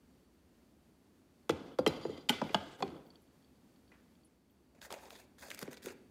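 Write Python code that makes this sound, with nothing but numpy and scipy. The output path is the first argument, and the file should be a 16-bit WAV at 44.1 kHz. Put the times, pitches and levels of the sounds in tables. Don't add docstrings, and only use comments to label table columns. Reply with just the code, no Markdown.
import sys
import numpy as np
from scipy import signal
from scipy.fft import rfft, irfft
from scipy.io import wavfile

SR = 44100
rng = np.random.default_rng(int(sys.argv[2]) if len(sys.argv) > 2 else 0)


def boost_factor(decibels):
    exponent = np.asarray(decibels, float) / 20
    return 10 ** exponent


def bounce(signal):
    frames = np.transpose(np.atleast_2d(signal))
    limited = np.clip(frames, -1, 1)
    pcm = np.round(limited * 32767).astype(np.int16)
    wavfile.write(sys.argv[1], SR, pcm)


N = 269010


def rms_one(x):
    return x / np.sqrt(np.mean(x ** 2) + 1e-20)


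def band(x, low_hz, high_hz):
    sos = signal.butter(2, [low_hz, min(high_hz, 20000)], "band", fs=SR, output="sos")
    return signal.sosfilt(sos, x + 1e-18)


def high_pass(x, order, hz):
    return signal.sosfilt(signal.butter(order, hz, "high", fs=SR, output="sos"), x)


def drift(rate_hz):
    r = np.exp(-2 * np.pi * rate_hz / SR)
    wander = signal.lfilter([1], [1, -2 * r, r * r], rng.standard_normal(N + SR))
    return rms_one(wander[SR:])


def ring(push, modes):
    out = 0
    for k, (hz, db, t60) in enumerate(modes):
        r = boost_factor(-60 / (max(t60, .005) * SR))
        w = 2 * np.pi * hz / SR
        mode = signal.lfilter([0, np.sin(w)], [1, -2 * r * np.cos(w), r * r], push + 1e-18)
        out = out + (-1) ** k * boost_factor(db) * mode
    return out


def contacts(times, levels_db, decay_ms, lag_ms=0):
    push, t = np.zeros(N + 2000), np.arange(1500) / SR
    for s, db, ms in np.broadcast(times, levels_db, decay_ms):
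        chatter = rng.standard_normal(len(t)) * np.exp(-t * 1000 / max(ms, .003))
        chatter[0] = np.sign(chatter[0]) * .4 * np.linalg.norm(chatter)
        at = round((s + max(lag_ms, 0) / 1000) * SR)
        push[at:at + len(t)] += boost_factor(db) * chatter / np.linalg.norm(chatter)
    return push[:N]


def grains(per_s, spread_db):
    sizes = boost_factor(spread_db * np.minimum(rng.exponential(1, N), 5)) * rng.choice([-1, 1], N)
    return rms_one(sizes * (rng.random(N) < per_s / SR))


def rubbed(rub, modes):
    return rms_one(sum(ring(np.roll(rub, 997 * k), [mode]) for k, mode in enumerate(modes)))


def strokes(start, length, db, swell_db, rise, fall):
    out, t = np.zeros(N), np.arange(N) / SR
    for s, span, level, change in np.broadcast(start, length, db, swell_db):
        corners = np.cumsum([s - rise * 3, rise * 2, rise, max(span, .001), fall, fall * 2])
        near = slice(int(corners[0] * SR), int(corners[-1] * SR))
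        shape_db = np.interp(t[near], corners, [-90, -30, 0, change, change - 30, change - 90])
        out[near] += boost_factor(level + shape_db)
    return out


# start in seconds, housing peak in dB, then lid, glass and rim in dB against it.
KNOCKS = [(1.494, -21, -3, -6, -10), (1.505, -26, -20, -6, -16), (1.787, -20, -7, -16, -22),
          (1.794, -34, -5, -9, -14), (1.8635, -18.5, -1, -4, -17), (1.875, -23.5, -19, -5, -5),
          (2.051, -22, -13.5, -31, -40), (2.093, -30.5, -13, -33, -30.5), (2.177, -35, -16, -11, -25),
          (2.289, -44, 4, 20, 8.5), (2.294, -33, 3, 13, 13), (2.303, -26, -6, -4, -5.5),
          (2.327, -40, 4, -8, -30), (2.337, -38, 4, -10, -30), (2.416, -22, 1, -16, -46),
          (2.494, -31, -8, -18, -28.5), (2.545, -24, 12, 1, -20), (2.805, -35, 0, -13, -31),
          (2.824, -24, -1, -6, -27), (2.877, -33, -24, -14, -45), (2.918, -36, -22, -30, -35),
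          (3.917, -52, -9, -11, -26)]
# tone in Hz, level in dB, t60 in seconds.
HOUSING = [(80.5, -8, 0.15), (147, -8, 0.064), (216.4, -8.5, 0.086), (279.5, -4.5, 0.073),
           (341.8, -2, 0.044), (430, -2.5, 0.042), (517, -3, 0.034)]
LID = [(704, 2, 0.019), (848, -0.5, 0.019), (1069, -1.5, 0.015), (1274, -4.5, .02), (1547, -8, 0.014)]
GLASS = [(2030, -3, .011), (2300, -3, .011), (2600, -4, .01), (2900, -6, .01), (3165, -7, .012),
         (3450, -5, .012), (3750, -9, .01), (4030, -8, .01), (4400, -8, .01), (4900, -8, .012)]
RIM = [(5680, -2, .008), (7200, -3, .008), (9000, -5, .006), (11300, -5, .006)]


def knocks():
    s, db, lid_db, glass_db, rim_db = np.transpose(KNOCKS)
    chatter_ms = 3.9
    out = np.zeros(N)
    for mode in HOUSING:
        hz = mode[0]
        out += ring(contacts(s, db - 8, chatter_ms + 600 / hz, lag_ms=2600 / hz - 4), [mode])
    for rel_db, modes, low_hz, high_hz, crack_db in ((lid_db, LID, 600, 1800, 22),
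                                                     (glass_db, GLASS, 1800, 5300, 25),
                                                     (rim_db, RIM, 5300, 14000, 16)):
        even, odd, crack = [contacts(s, db + rel_db - 6.5, chatter_ms) for _ in range(3)]
        out += ring(even, modes[::2]) + ring(odd, modes[1::2])
        out += boost_factor(crack_db) * band(crack, low_hz, high_hz)
    return out


# start in seconds, tone in Hz, peak in dB, t60 in seconds.
SPOTS = [(1.496, 1330, -22, .01), (1.497, 470, -23, .05), (1.5, 330, -24, .047), (1.496, 695, -29, .03),
         (1.79, 515, -19.5, .045), (1.864, 3170, -24, .035), (1.865, 820, -28, .06),
         (1.866, 430, -17, .055), (1.868, 290, -23, .075), (1.876, 5040, -39, .05), (1.876, 4030, -35, .05),
         (1.866, 2040, -27, .028), (2.052, 400, -30, .03), (2.097, 450, -31, .04), (2.294, 2900, -21, .025),
         (2.293, 3160, -21, .035), (2.292, 7436, -32, .04), (2.296, 842, -26, .055),
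         (2.294, 2050, -27, .025), (2.298, 241, -25, .086), (2.298, 1490, -35, .1), (2.328, 2950, -40, .05),
         (2.33, 3500, -44, .15), (2.493, 2400, -42, .025), (2.418, 630, -27, .04), (2.421, 205, -29, .097),
         (2.545, 880, -23, .025), (2.546, 2900, -21, .012), (2.552, 200, -29, .09), (2.835, 390, -31, .07),
         (2.827, 770, -27, .043), (2.826, 1050, -27, .025), (1.788, 4764, -52, .09),
         (1.788, 1378, -38, .045), (1.789, 802, -38, .07), (1.497, 3340, -36, .05), (1.498, 2040, -38, .04),
         (2.546, 3440, -24, .017), (2.546, 4468, -30, .02), (2.547, 576, -32, .04), (2.826, 3400, -37, .03),
         (2.826, 2439, -37, .028), (2.826, 4382, -40, .03), (3.918, 2000, -55, .035),
         (3.922, 2450, -59, .03)]


def spots():
    out = np.zeros(N)
    for s, hz, db, t60 in SPOTS:
        out += band(ring(contacts(s, db, 0), [(hz, 1.0, t60)]), hz / 1.7, hz * 1.7)
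    return out


# start and length in seconds, rumble in dB, scrape and hiss in dB against it.
PUSHES = [
    (1.52, .22, -47.5, -15, -34),
    (1.8, .05, -56, -16, -27),
    (1.88, .38, -44, -14, -28),
    (2.32, .08, -52, 3, -21),
    (2.44, .1, -50, -6, -24),
    (2.56, .19, -48.5, -9, -26),
    (2.79, .03, -55, -12, -15),
    (2.85, .12, -50, -18, -28),
    (2.97, .2, -60, -19, -26),
]
# tone in Hz, level in dB, t60 in seconds.
PLATE = [(1420, -2, .022), (2050, -3, .022), (2700, -7, .015), (3050, -2, .018), (3400, -2, .025),
         (3700, -6, .015), (4420, -11, .025), (4820, -11, .025)]
# start in seconds, level in dB.
SLIPS = [(1.795, -67), (1.89, -52), (1.925, -56), (1.965, -59), (2.015, -59), (2.035, -58), (2.065, -62),
         (2.105, -58), (2.135, -61), (2.172, -61), (2.21, -66)]
# tone in Hz, level in dB, t60 in seconds.
SINGING = [(2050, -2, .04), (3180, 1, .035), (3590, -7, .05), (4020, -7, .06), (4410, -9, .05),
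           (4750, -1, .07), (5140, -13, .06), (5960, -15, .04), (6890, -11, .055), (9380, -18, .02),
           (10200, -19, .03), (13900, -26, .025)]
# start and length in seconds, level in dB.
CHAFES = [
    (2.635, .015, -74),
    (2.68, .012, -72),
    (2.715, .02, -71),
    (2.75, .015, -76),
]


def slide():
    s, length, db, scrape_db, hiss_db = np.transpose(PUSHES)
    rub = grains(7000, 2.0) * boost_factor(1.8 * drift(30))
    rumble = rms_one(ring(rub, HOUSING[1:])) + .42 * rubbed(rub, LID)
    scrape = rubbed(rub, PLATE) + .7 * rms_one(band(rub[::-1], 1300, 4900))
    hiss = rms_one(band(rub, 5200, 14000))
    out = np.zeros(N)
    for layer, rel_db in ((rumble, 0), (scrape, scrape_db), (hiss, hiss_db)):
        out += layer * strokes(s, length, db + rel_db, -42 * length, rise=.03, fall=.07)
    slip_s, slip_db = np.transpose(SLIPS)
    out += strokes(slip_s, 0, slip_db, 0, rise=.015, fall=.07) * rubbed(rub, SINGING)
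    out += strokes(2.527, .04, -72, 0, rise=.006, fall=.015) * rms_one(band(rub, 6500, 14500))
    out += strokes(*np.transpose(CHAFES), 0, rise=.012, fall=.025) * rms_one(band(rub, 5800, 8600))
    sleeve = strokes(3.92, .3, -69, -105 * .3, rise=.012, fall=.05)
    return out + sleeve * rms_one(band(rub, 780, 2300))


# start in seconds, peak in dB, lower ring in dB against it.
TICKS = [(2.9024, -60, -1), (2.9652, -67, 4), (3.0656, -69.5, 1), (3.104, -55, -14), (3.136, -75, -4),
         (3.1565, -59, -1), (3.275, -75.5, -0.5), (3.4242, -73, 1), (3.4456, -67.5, -1),
         (3.4765, -75.5, -3), (3.5563, -74, -6), (3.7604, -71, -2.5), (3.8781, -68, -5), (3.8924, -77, 2),
         (4.1535, -73.5, 3), (4.2345, -70, -5), (4.4981, -80.5, 4)]
# tone in Hz, level in dB, t60 in seconds.
TICK_LOW = [(3250, 0, .018), (3650, -5, .012)]
TICK_HIGH = [(4520, 0, .03), (4250, -10, .015)]
# start in seconds, peak in dB, centre in Hz.
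CREAKS = [
    (3.0585, -65, 15300),
    (3.0744, -69, 12520),
    (3.2196, -64, 11280),
    (4.2477, -58, 9900),
    (4.5067, -68, 14220),
]


def ticks():
    s, db, low_db = np.transpose(TICKS)
    out = ring(contacts(s, db + 1.5, 0), TICK_HIGH) + ring(contacts(s, db + low_db + 3, 0), TICK_LOW)
    for s, db, hz in CREAKS:
        out += band(contacts(s, db + 27.5, 14.0), hz - 700, hz + 700)
    return out


# centre in Hz, width in Hz, level in dB.
PAPER = [(560, 300, 0), (780, 300, -3), (1800, 700, 1.5), (2400, 800, -3), (3600, 900, -4),
         (4500, 1100, -9), (6200, 1400, -8)]
# start and length in seconds, hiss in dB, swell in dB, hollow in dB against hiss.
STROKES = [(4.75, .04, -75, -3, 6), (4.815, .045, -56, 2, 0), (4.87, .025, -74, -3, 2),
           (4.905, .036, -52, -1, 7), (4.95, .135, -65, 2, 4), (5.105, .095, -62, -2, 0),
           (5.2, .05, -66, -8, 0), (5.385, .04, -62, 5, -8), (5.43, .033, -60, 4, 2),
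           (5.47, .02, -60, 0, -4), (5.505, .045, -52, -7, -7), (5.575, .035, -58, 0, -7),
           (5.615, .018, -52, 0, -3), (5.645, .05, -67, 0, 6), (5.71, .035, -59, 0, -4),
           (5.768, .012, -61, 0, 0), (5.826, .03, -62, 5, -8), (5.86, .065, -54, -5, -3)]
# start and length in seconds, level in dB, swell in dB.
CRINKLES = [(4.75, .04, -84, -3), (4.815, .045, -65, 2), (4.904, .038, -64, -1), (4.87, .025, -79, 0),
            (4.95, .15, -73, 2), (5.1, .1, -68, -3), (5.2, .045, -72, -5), (5.385, .04, -68, 5),
            (5.425, .038, -63, 0), (5.47, .02, -68, 0), (5.5, .06, -63, -3), (5.575, .035, -65, 0),
            (5.615, .018, -61, 0), (5.645, .05, -80, 0), (5.71, .035, -69, 0), (5.768, .012, -73, 0),
            (5.825, .03, -64, 2), (5.86, .065, -62, -5)]
# start in seconds, peak in dB, top and low parts in dB against it.
SNAPS = [(4.816, -38, -17, -11), (4.849, -49, -10, -11.5), (4.9051, -42, -10, 7), (4.918, -41, -16, -17),
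         (4.9254, -30, 0.5, -17), (4.941, -44, 0, -15), (4.9867, -53, -8, -15), (5.0556, -51, -13, -4),
         (5.1055, -38, -17, -8), (5.1541, -49, -5, 0), (5.3842, -57, -5, -3), (5.5036, -34, 0, -30),
         (5.515, -31.5, -21, -20), (5.5465, -38, 7, -29), (5.582, -45, -5, -20), (5.5909, -37, 9, -26),
         (5.6152, -38, 5, -3), (5.6285, -32, 0, -8), (5.6775, -50, -20, 12), (5.7136, -47, -7, -10),
         (5.731, -42, 5, -15), (5.7717, -43, -11, -5), (5.8217, -56, -5, -8), (5.8594, -35, 4, 0),
         (5.885, -44, -5, -5)]


def paper():
    rub = grains(7000, 2.6) * boost_factor(2.2 * drift(60))
    pleats = []
    for hz, width, db in PAPER:
        pleat = rms_one(band(rub, hz - width / 2, hz + width / 2))
        pleats.append(boost_factor(db + 4.2 * drift(22)) * pleat)
    hollow = rms_one(sum(pleats[:2]))
    hiss = rms_one(sum(pleats[2:]) + 1.4 * rms_one(band(rub, 1200, 7000)))
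    crinkle = rms_one(band(grains(9000, 2.5), 4450, 17700)) * boost_factor(2.2 * drift(40))
    edges = dict(rise=.008, fall=.022)
    s, length, db, swell_db, hollow_db = np.transpose(STROKES)
    out = strokes(s, length, db, swell_db, **edges) * hiss
    out += strokes(s, length, db + hollow_db, swell_db, **edges) * hollow
    out += strokes(*np.transpose(CRINKLES), **edges) * crinkle
    s, db, top_db, low_db = np.transpose(SNAPS)
    out += band(contacts(s, db + 17.5, 1.1), 1360, 4800)
    out += band(contacts(s, db + top_db + 8, 1.4), 4700, 14500)
    return out + band(contacts(s, db + low_db + 22.5, 2.3), 325, 2060)


# start in seconds, peak in dB.
THUMPS = [
    (5.622, -26),
    (4.912, -37),
    (5.679, -29),
    (5.845, -36),
    (5.866, -30.5),
    (5.902, -38),
]
# tone in Hz, level in dB, t60 in seconds.
BASKET = [(143.5, -10, 0.12), (205, -2.5, 0.07), (258.4, 1, 0.09), (363, 2.5, 0.059), (500, 5, 0.021),
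          (610, -14, 0.025)]


def basket():
    s, db = np.transpose(THUMPS)
    return ring(contacts(s, db - 12, 5.8), BASKET)


# band centre in Hz, t60 in seconds, level in dB.
KITCHEN = [(84.1, 0.79, -20), (200, .65, -19), (450, .6, -19.5), (1002.4, 0.72, -22), (2200, 0.66, -19.5),
           (4700, .43, -26.5), (10530, 0.2, -25.5)]


def kitchen(x):
    t, echo = np.arange(SR) / SR, 0
    for hz, t60, db in KITCHEN:
        tail = band(rng.standard_normal(SR), hz / 1.5, hz * 1.5)
        tail = tail * boost_factor(-60 * t / t60) * np.clip(t / .006, 0, 1)
        echo = echo + boost_factor(db) * tail / np.linalg.norm(tail) * np.sqrt(hz / 12000)
    return boost_factor(7.0) * signal.fftconvolve(x, echo)[:N]


# frequency in Hz, density in dB per Hz.
HUM = [(20, -30), (70, -0.5), (108, -10.5), (242, -2), (476, -14), (1000, -21.5), (2600, -28), (15000, -36)]
# time in seconds, level in dB.
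HUM_LEVEL = [(0, -67), (3.3, -65), (4.2, -66), (4.4, -70), (4.75, -67), (5.3, -64.5), (6.1, -63.5)]


def hum():
    hz = np.fft.rfftfreq(N, 1 / SR) + 1
    points_hz, points_db = np.transpose(HUM)
    colour = boost_factor(np.interp(np.log(hz), np.log(points_hz), points_db))
    noise = rms_one(irfft(rfft(rng.standard_normal(N)) * colour, N))
    whistle_hz, width_hz = 4520, 300
    whistle = rms_one(band(rng.standard_normal(N), whistle_hz - width_hz / 2, whistle_hz + width_hz / 2))
    whistle = whistle * boost_factor(-27 + 1.9 * drift(5.5))
    treble = band(noise, 500, 20000)
    t = np.arange(N) / SR
    level_db = np.interp(t, *np.transpose(HUM_LEVEL))
    treble_db = np.interp(t, (4.4, 4.75), [-1.1, -3.4])
    return boost_factor(level_db + .5 * drift(6)) * (noise + (boost_factor(treble_db) - 1) * treble + whistle)


def scene():
    blows = high_pass(knocks() + paper() + basket(), 4, 115)
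    tones = high_pass(spots() + ticks(), 4, 115)
    echo = kitchen(blows + .4 * tones)
    return (blows + tones + echo + slide() + hum())[None]


def low_pass(x):
    return signal.sosfilt(signal.butter(12, 16470, fs=SR, output="sos"), x)


def record(dry):
    thin = high_pass(dry, 2, 40)
    mix = signal.sosfilt(signal.cheby2(8, 40, 16600, fs=SR, output="sos"), thin)
    return low_pass(mix)


dry = scene()
out = record(dry)
bounce(out)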